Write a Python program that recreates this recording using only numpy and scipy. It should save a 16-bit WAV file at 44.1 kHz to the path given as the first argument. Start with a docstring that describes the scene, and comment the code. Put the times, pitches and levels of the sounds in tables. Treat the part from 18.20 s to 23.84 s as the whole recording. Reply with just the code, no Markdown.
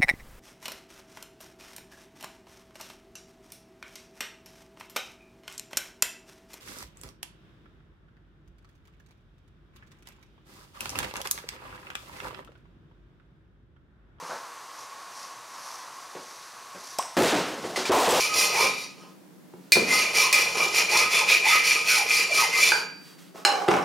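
"""Filing a square steel tube

Small workshop, close walls, in stereo: a hand file rasps back and forth inside a tube held on a workbench.
Its teeth, as noise and uneven pulses, chatter at the speed of the stroke and feed the tube's resonances.
The file clinks on the tube, as bursts of contact noise through ringing modes, and its tip slips off at the end.
Then the file is laid down, and the tube is dragged round, juddering, and tipped over on the bench."""
import sys
import numpy as np
from scipy import signal
from scipy.fft import rfft, irfft, next_fast_len
from scipy.io import wavfile
from scipy.ndimage import uniform_filter1d, map_coordinates

SR = 44100
rng = np.random.default_rng(int(sys.argv[2]) if len(sys.argv) > 2 else 0)


def persist_wave(psi):
    """Save psi, clipped to +-1, as 16-bit WAV."""
    counts = np.round(np.clip(psi, -1, 1) * 32767).astype(np.int16)
    wavfile.write(sys.argv[1], SR, np.atleast_2d(counts).T)


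N = 248724  # samples

# All table levels are relative: each layer also has a gain where it is mixed.


def amp(db):
    """Amplitude factor of a level in dB."""
    return 10 ** (np.asarray(db) / 20)


def unit(x):
    """x scaled to an RMS of one."""
    return x / np.sqrt(np.mean(x ** 2) + 1e-20)


def along(points, hz):
    """Reads (Hz, value) points on a log frequency axis."""
    f, v = np.transpose(points)
    return np.interp(np.log(hz + 1), np.log(f + 1), v)


def wobble(rate):
    """A smooth random curve, rate knots a second."""
    knots = rng.standard_normal(int(N * rate / SR) + 4)
    return map_coordinates(knots, [np.arange(N) * rate / SR], order=2)


def filtered(x, response):
    """x with its spectrum multiplied by a response of frequency."""
    m = next_fast_len(N + SR // 2)
    return irfft(rfft(x, m) * response(np.fft.rfftfreq(m, 1 / SR)), m)[..., :N]


def coloured(x, points):
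    """Causal (minimum-phase) filter of unit energy with the given spectrum."""
    size = 4096
    cepstrum = irfft(np.log(amp(along(points, np.fft.rfftfreq(size, 1 / SR)))))
    # folding the cepstrum forward puts the energy at the start of the kernel
    cepstrum[1:size // 2] *= 2
    cepstrum[size // 2 + 1:] = 0
    kernel = irfft(np.exp(rfft(cepstrum)))
    return signal.fftconvolve(x, kernel / np.linalg.norm(kernel))[:N]


def mode(x, hz, width):
    """One resonance with a peak gain of one; width in Hz."""
    return signal.lfilter(*signal.iirpeak(hz, hz / width, SR), x)


def bank_power(modes):
    """Approximate power of white noise through (Hz, width Hz, dB) resonances."""
    return sum(amp(db) ** 2 * np.pi * width / SR for hz, width, db in modes)


def resonate(x, modes):
    """A bank of resonances with alternating signs that keeps the power of white noise."""
    ringing = sum((-1) ** k * amp(db) * mode(x, hz, width) for k, (hz, width, db) in enumerate(modes))
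    return ringing / np.sqrt(bank_power(modes))


def rubbed(x, modes, wander_db):
    """As the contact point travels, each mode is fed more or less from moment to moment."""
    ringing = sum(amp(db) * mode(x * amp(wander_db * wobble(8.7)), hz, width) for hz, width, db in modes)
    return ringing / np.sqrt(bank_power(modes))


def sustained(x):
    """Friction feeds a weak ring and damps a strong one, which evens out its strength."""
    power = np.abs(uniform_filter1d(x ** 2, size=1500)) + 1e-9
    return unit(x / power ** .3)


def pulses(rate, jitter, scatter_db):
    """One uneven pulse each time the running count passes a whole number."""
    count = np.cumsum(rate * np.exp(jitter * wobble(350))) / SR
    at = np.flatnonzero(np.diff(np.floor(count)))
    train = np.zeros(N)
    train[at] = amp(scatter_db * rng.standard_normal(N)[at]) / np.sqrt(rate[at])
    return unit(train - uniform_filter1d(train, SR // 100))


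def grit(rough_db):
    """Noise that comes in tiny irregular bursts."""
    return unit(rng.standard_normal(N) * amp(rough_db * (wobble(900) + wobble(140))))


def blows(rows, t60, push):
    """For each (s, dB) row, a clean push and a short burst of contact noise that fades 60 dB in t60 seconds."""
    force, t = np.zeros(N + SR), np.arange(SR // 3) / SR
    for s, db in rows:
        fade = amp(db - 60 * t / t60)
        force[round(s * SR):][:len(t)] += fade * rng.standard_normal(len(t))
        force[round(s * SR)] += push * np.linalg.norm(fade)
    return force[:N] / np.hypot(1, push)


def swing(start, rise, fall):
    """An arm's speed, 0 to 1 and back: a quarter sine up, a quarter sine down."""
    ramp = np.interp(np.arange(N) / SR, [start, start + rise, start + rise + fall], [0, 1, 0])
    return np.sin(np.pi / 2 * ramp)


# spectrum of the workshop air: [f/Hz, level/dB]
AIR_COLOUR = [(25, -49), (60, -37), (120, -23), (180, 3.5), (225, -13), (270, -3), (420, -13.5),
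              (800, -19.5), (3000, -31), (16000, -35.5)]


def background():
    """The workshop's low steady drone and faint hiss: coloured noise spread over both channels."""
    mid, side = (coloured(rng.standard_normal(N), AIR_COLOUR) for _ in range(2))
    return amp(-53) * (mid + amp(-2.5) * side * np.array([[1], [-1]]))


# how long the room rings: [f/Hz, t60/s]
ROOM_T60 = [(100, 0.88), (500, 0.46), (2500, 0.5), (6000, 0.32), (14000, 0.25)]
# stereo width of the room echo: [f/Hz, side-against-mid level/dB]
ROOM_WIDTH = [(100, 0), (250, -12.5), (700, -5.5), (2200, -5), (4200, -8.5), (8000, -13.5), (13000, 0.5)]


def workshop(x):
    """Close walls answer at once; each frequency dies at its own speed, nearly alike in both ears."""
    hz, t, z = signal.stft(rng.standard_normal((2, SR * 2 // 3)), SR, nperseg=256)
    fade = amp(-60 * t / along(ROOM_T60, hz)[:, None])
    tail = signal.istft(z * fade, SR, nperseg=256)[1]
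    tail = tail / np.linalg.norm(tail[0])
    delayed = np.pad(x, (SR // 300, 0))  # 1/300 s to the first echo
    mid, side = signal.fftconvolve(delayed[None], tail, axes=1)[:, :N]
    return mid + filtered(side, lambda hz: amp(along(ROOM_WIDTH, hz))) * np.array([[1], [-1]])


# hands and sleeves moving: [start t/s, rise t/s, fall t/s, level/dB]
RUSTLE_MOVES = [(.87, 0.025, .06, -60), (1.2, 0.39, .04, -60), (4.78, 0.12, 0.074, -50),
                (4.97, 0.026, 0.14, -51.5), (5.14, 0.032, 0.086, -48.5)]
# spectrum of the rustle: [f/Hz, level/dB]
RUSTLE_COLOUR = [(200, -27), (500, -19), (1100, -2.5), (4600, -5.5), (15000, -16)]


def handling():
    """A soft rustle of hands and sleeves, as bursty noise, between and after the strokes."""
    level = sum(amp(db) * swing(s, rise, fall) for s, rise, fall, db in RUSTLE_MOVES)
    return amp(-2) * level * coloured(grit(rough_db=0.5), RUSTLE_COLOUR)


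# tube shoved round on the bench: [t/s, level/dB, judder f/Hz]
TUBE_SHOVES = [(5.139, -42, 640), (5.25, -22.5, 799.3), (5.36, -28.5, 764), (5.493, -23.5, 787.5)]
# spectrum of the drag: [f/Hz, level/dB]
DRAG_COLOUR = [(100, -49), (250, -28), (440, 0), (600, -2.5), (780, -18), (1100, -1), (2000, -25),
               (3400, -41), (5400, -17), (15000, -54)]
SHOVE_ATTACK_S, SHOVE_FADE_DB_PER_S = .02, 96


def sliding():
    """Each shove starts the tube juddering over the gritty bench top, then dies away."""
    t = np.arange(N) / SR

    def shove(s, db):
        attack = np.clip((t - s) / SHOVE_ATTACK_S, 0, 1)
        return attack * amp(db - SHOVE_FADE_DB_PER_S * np.maximum(t - s - SHOVE_ATTACK_S, 0))

    shoves = np.array([shove(s, db) for s, db, _ in TUBE_SHOVES])
    # the strongest shove sets the judder
    judder_hz = np.array([hz for _, _, hz in TUBE_SHOVES])[shoves.argmax(axis=0)]
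    judder = unit(mode(pulses(judder_hz, jitter=0.055, scatter_db=4.0), 800, 223))
    scrape = coloured(grit(rough_db=-5.0), DRAG_COLOUR)
    return shoves.max(axis=0) * (amp(-5) * scrape + amp(-3.5) * judder)


# tube knocks on the bench: [t/s, dull thud level/dB, hard clack level/dB]
BENCH_KNOCKS = [(.437, -28.5, -22.5), (1.337, -36, -45), (1.557, -18.5, -22.5), (1.567, -17, -17.5),
                (1.621, -24, -45), (2.747, -48, -22.5), (5.148, -40, -60), (5.481, -19.5, -12.5),
                (5.486, -14, -9.5), (5.514, -38, -11), (5.539, -29, -14), (5.57, -28, -16.5),
                (5.587, -32, -22.5)]
# spectra of the thud and of the clack: [f/Hz, level/dB]
THUD_COLOUR = [(40, -44.5), (90, -15), (170, 3), (330, 1), (520, 4), (900, -21), (1600, -24), (3000, -48),
               (8000, -56), (16000, -75)]
CLACK_COLOUR = [(80, -39), (170, -20), (250, -5), (430, 3), (600, -2.5), (800, 8.5), (1300, 0.5),
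                (2300, -6), (3500, -17), (6000, -26.5), (10000, -30.5), (16000, -44)]


def knocks():
    """The tube's edges drop on the bench top, which answers with a thud."""
    thuds = [(s, db) for s, db, _ in BENCH_KNOCKS]
    clacks = [(s, db) for s, _, db in BENCH_KNOCKS]
    thud = coloured(blows(thuds, t60=0.046, push=0.41), THUD_COLOUR)
    clack = coloured(blows(clacks, t60=0.026, push=0.45), CLACK_COLOUR)
    return thud + clack


# file laid down: [t/s, level/dB]
LANDINGS = [(5.25, -12.5)]
# modes of blade and bench together: [f/Hz, width/Hz, level/dB]
BLADE_MODES = [(812, 16, 2), (1084, 42, -9), (1470, 380, -11.5), (2920, 300, -13.5), (4160, 120.6, -5),
               (5330, 100, -5), (6850, 170, -8), (8120, 50, -11), (9480, 80, -15)]
# spectrum of the hard crack of file on bench or tube: [f/Hz, level/dB]
CRACK_COLOUR = [(150, -22), (500, -4.5), (1500, -18), (2400, -21), (4200, 7), (7000, -0.5), (9000, 0),
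                (13000, -8), (16000, -12)]


def file_laid_down():
    """The blade lands on the bench with a brief clatter: contact noise into the modes of blade and bench."""
    ring = amp(5) * resonate(blows(LANDINGS, t60=0.028, push=0.45), BLADE_MODES)
    crack = amp(-8) * coloured(blows(LANDINGS, t60=0.039, push=0.067), CRACK_COLOUR)
    return ring + crack + amp(-10) * coloured(blows(LANDINGS, t60=0.14, push=0.49), CLACK_COLOUR)


# file tip slips off the tube: [t/s, level/dB]
TIP_RELEASE = [(4.519, -5)]
# modes of that tap: [f/Hz, width/Hz, level/dB]
TIP_MODES = [(460, 67, -7), (880, 40, 4.5), (955, 52, 0.5), (1408, 100, -1.5), (1597, 75, 4.5),
             (2440, 37.3, 4.5)]
FREE_BLADE_HZ = 4652


def release():
    """The tip taps the tube's mouth on its way out; the freed blade rings on."""
    age = np.maximum(np.arange(N) / SR - TIP_RELEASE[0][0], 0)
    blade = amp(-32 - 60 * age / 0.88) * np.sin(2 * np.pi * FREE_BLADE_HZ * age)
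    return amp(-2.5) * resonate(blows(TIP_RELEASE, t60=0.025, push=0.93), TIP_MODES) + blade


# high ringing modes of tube and file: [f/Hz, level/dB]
STEEL_RING = [(2891, -49), (3036, -52), (3117, -50), (3510, -49), (3575, -53), (3833, -49), (4107, -50),
              (4355, -50), (4420, -48), (4587, -47), (4651, -45), (4958, -49), (5270, -47), (5690, -46),
              (6379, -48), (6756, -49), (7106, -49), (7617, -57), (8672, -54), (8920, -53), (9098, -50),
              (9410, -57), (11036, -57), (11230, -56), (11773, -58), (12398, -60), (13889, -63)]


def steel_modes():
    """The ringing modes; the higher ones are wider."""
    return [(hz, 8 + hz / 500, db) for hz, db in STEEL_RING]


# file strikes the tube: [t/s, level/dB]
FILE_CLINKS = [(1.5207, -1.5), (1.5304, -12.5), (2.1275, -7.5), (2.1382, -15)]
# broad resonances of the hand-damped tube walls, also rung by the filing: [f/Hz, width/Hz, level/dB]
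WALL_MODES = [(2073, 30, -5), (2272, 22, -9), (2355, 26, -1), (2400, 34, -2), (2486, 42, -2)]


def clinks():
    """The file hits the tube: a hard crack, then the walls and the modes ring."""
    crack = amp(-5.0) * coloured(blows(FILE_CLINKS, t60=0.033, push=0.052), CRACK_COLOUR)
    force = blows(FILE_CLINKS, t60=0.017, push=0.59)
    return crack + amp(-15.0) * resonate(force, steel_modes()) + resonate(force, WALL_MODES)


# one mode grips the stroke and squeals briefly: [t/s, half length t/s, f/Hz, width/Hz, level/dB]
SQUEAL_SWELLS = [(0.026, 0.03, 1038, 6.3, -36), (0.147, 0.07, 1250, 3.7, -32), (0.52, 0.1, 3820, 40, -46),
                 (2.966, 0.026, 3480, 7.7, -27), (3.111, 0.017, 3710, 560, -23.5),
                 (3.299, 0.024, 3530, 34.6, -28.5), (3.576, 0.016, 1251, 16.6, -31)]


def squeals():
    """Short swells of a single resonance, fed with noise and evened out."""
    t = np.arange(N) / SR
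    total = 0
    for s, half_length, hz, width, db in SQUEAL_SWELLS:
        swell = np.exp(-((t - s) / half_length) ** 2 / 2)
        total = total + amp(db) * swell * sustained(mode(rng.standard_normal(N), hz, width))
    return total


# the teeth catch evenly in a gliding squawk:
# [start t/s, length t/s, from f/Hz, to f/Hz (both before the waver), level/dB]
SQUAWK_GLIDES = [(.32, 0.14, 721, 1175, -21.5), (2.009, 0.096, 989, 1094, -25),
                 (2.708, 0.071, 700, 1109, -22), (2.754, .12, 1380, 1350, -27),
                 (2.934, 0.056, 1336, 1255, -31.5), (2.974, .085, 1077, 782, -24),
                 (3.235, 0.063, 738, 972, -19), (3.282, 0.1114, 1342, 1169, -25),
                 (3.68, .09, 1704, 1300, -23.5), (3.751, .09, 930, 751, -22.5),
                 (4.09, 0.071, 620, 662.4, -29), (4.162, 0.11, 1300, 718, -21.5),
                 (4.336, 0.061, 1050, 1250, -27)]


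def squawks():
    """Teeth that catch evenly give a rough tone that swells, glides and fades."""
    t = np.arange(N) / SR
    waver = np.exp(.075 * wobble(450))
    catching = unit(amp(3 * wobble(200) + 2 * wobble(45)))
    tones = 0
    for s, length, from_hz, to_hz, db in SQUAWK_GLIDES:
        glide_hz = np.interp(t, [s, s + length], [from_hz, to_hz])
        tone = np.sqrt(2) * np.sin(2 * np.pi * np.cumsum(glide_hz * waver) / SR)
        tones = tones + amp(db) * swing(s, length / 2, length / 2) * tone
    return catching * tones


# the file leans on the edge and keeps grating: [from t/s, to t/s]
LEANING = [(0.0, .5), (1.56, 4.44)]
LIFT_DB_PER_S = 88  # fade as the file is lifted off


def contact():
    """One while the file leans on the tube, fading as it is lifted."""
    t = np.arange(N) / SR
    return sum((t >= on) * amp(-LIFT_DB_PER_S * np.maximum(t - off, 0)) for on, off in LEANING)


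# one row per push or pull of the file; the last only shapes the fade as filing ends:
# [start t/s, speeding up t/s, slowing down t/s, rasp level/dB, tube ring level/dB, chatter level/dB]
FILE_STROKES = [ (-0.04, .025, 0.13, -21, -18.5, -38), (0.11, .087, 0.13, -19.5, -22, -29.5),
                (0.295, .125, 0.092, -23, -18.5, -25), (0.563, .021, 0.11, -36.5, -39, -47),
                (0.755, .035, 0.15, -55, -66, -48.5), (1.661, .075, .17, -23, -15, -29),
                (1.922, .062, 0.13, -20.5, -15.5, -29), (2.124, .025, .16, -22.5, -17.5, -29),
                (2.32, .091, .09, -27.5, -22, -26), (2.526, .041, 0.093, -20.5, -16, -31),
                (2.671, .093, 0.13, -22, -14, -27), (2.892, .056, 0.12, -23, -14, -31),
                (3.06, .058, 0.083, -22, -13.5, -33), (3.225, .084, 0.13, -22, -12, -34),
                (3.422, .05, .157, -22.5, -16, -37), (3.649, .053, 0.16, -19.5, -15.5, -35.5),
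                (3.85, .109, 0.12, -22.5, -16, -37), (4.099, .086, 0.11, -20.5, -16.5, -34.5),
                (4.301, .132, 0.11, -21.5, -15, -35), (4.454, .048, 0.17, -31, -31.5, -35), ]
RASP_LAW, RING_LAW, CHATTER_LAW = 1.42, 1, 0.89  # strength goes as speed to this power
REST_RASP_DB, REST_RING_DB, REST_CHATTER_DB = -34, -30.5, -37.5
TOOTH_HZ = 1150  # teeth passing the edge per second at full speed, before jitter
TURN_SHARE = .35  # share of the top tooth rate that is left as the file turns round


def stroking():
    """The file's speed sets the strength of rasp, ring and chatter, and the rate of the teeth."""
    speed = np.array([swing(*row[:3]) for row in FILE_STROKES])
    rasp_db, ring_db, chatter_db = np.transpose(FILE_STROKES)[3:]
    resting = contact()
    rasp = np.hypot(amp(rasp_db) @ speed ** RASP_LAW, amp(REST_RASP_DB) * resting)
    ring = np.hypot(amp(ring_db) @ speed ** RING_LAW, amp(REST_RING_DB) * resting)
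    chatter = np.hypot(amp(chatter_db) @ speed ** CHATTER_LAW, amp(REST_CHATTER_DB) * resting)
    tooth_hz = TOOTH_HZ * (TURN_SHARE + (1 - TURN_SHARE) * speed.max(axis=0))
    return rasp, ring, chatter, tooth_hz


def brightened(x, level, hard_db, slope):
    """A harder stroke gains more at the top of the treble than below it."""
    top = filtered(x, lambda hz: np.clip((hz - 8000) / 4000, 0, 1))
    return x + top * ((level / amp(hard_db)) ** slope - 1)


def shimmer(x, t60):
    """The countless high modes of steel, as a short dense ring of fading noise."""
    t = np.arange(SR // 4) / SR
    ring = rng.standard_normal(len(t)) * amp(-60 * t / t60)
    return signal.fftconvolve(x, ring / np.linalg.norm(ring))[:N]


# spectra of the rasp and of the chatter: [f/Hz, level/dB]
RASP_COLOUR = [(900, -46), (1700, -54), (2700, -2.5), (3400, 1), (4600, 4), (5600, 3.5), (7000, -0.5),
               (7800, -8.5), (9100, -3), (10200, -8.5), (11400, -6), (12600, -17), (14200, -15.5),
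               (16000, -26)]
CHATTER_COLOUR = [(50, -47), (100, -6), (200, -9), (450, 5.5), (900, 4.5), (1400, 0.5), (1900, -7),
                  (3000, -0.5), (6000, -59)]
# low resonances of the tube on the bench: [f/Hz, width/Hz, level/dB]
BODY_MODES = [(452, 53, -2.5), (616, 8, -8), (782.5, 8.2, -4), (940, 24, 2.5), (1036, 11.4, 1.5),
              (1252.4, 12.2, 12.5)]
FLARE_DB, FLARE_HZ = 1.3, 26.02  # the tube's ring flares and sinks as the file rocks: depth, knots a second


def filing():
    """Teeth catch on the edge and tear off chips: a rasp, the tube's ring and a chatter that glides with speed."""
    rasp, ring, chatter, tooth_hz = stroking()
    teeth = pulses(tooth_hz, jitter=.06, scatter_db=1.5)

    def bite():
        return unit(grit(rough_db=2.0) + 0.44 * teeth)

    chips = brightened(coloured(rasp * bite(), RASP_COLOUR), rasp, hard_db=-25.5, slope=0.53)
    hiss = amp(-4.0) * chips + amp(-7.5) * shimmer(chips, t60=0.038)
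    flare = amp(-5.0 + FLARE_DB * wobble(FLARE_HZ))
    walls = flare * ring * sustained(rubbed(bite(), WALL_MODES, wander_db=6.0))
    # light pressure damps the steel less, so its modes stand out between strokes
    singing = amp(-10.0) * rubbed(rasp ** 0.9 * bite(), steel_modes(), wander_db=3.0)
    shake = chatter * unit(coloured(.5 * teeth + grit(rough_db=3.0), CHATTER_COLOUR))
    squawk = squawks()  # it flares as it crosses a resonance of the tube
    body = resonate(amp(-15) * shake + amp(-17) * squawk, BODY_MODES)
    low = amp(-5.0) * shake + amp(-7.5) * squawk + body
    return hiss + walls + singing + low


def scene():
    """Filing and handling on the bench, a touch right of centre, in the room; the hits excite the room more."""
    strokes = filing() + squeals() + handling()
    hits = clinks() + knocks() + release() + file_laid_down() + sliding()
    direct = amp(-1.5) * (strokes + hits)
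    room = workshop(amp(-8.5) * strokes + amp(-3.0) * hits)
    return (direct + room) * amp([[-.35], [.35]]) + background()


TOP_HZ = 15900  # band limit


def record(dry):
    """The camera rounds off the highest peaks and keeps nothing above its band limit."""
    rounded = dry / (1 + np.abs(dry / .85) ** 6) ** (1 / 6)
    return filtered(rounded, lambda hz: hz < TOP_HZ)


dry = scene()
out = record(dry)
persist_wave(out)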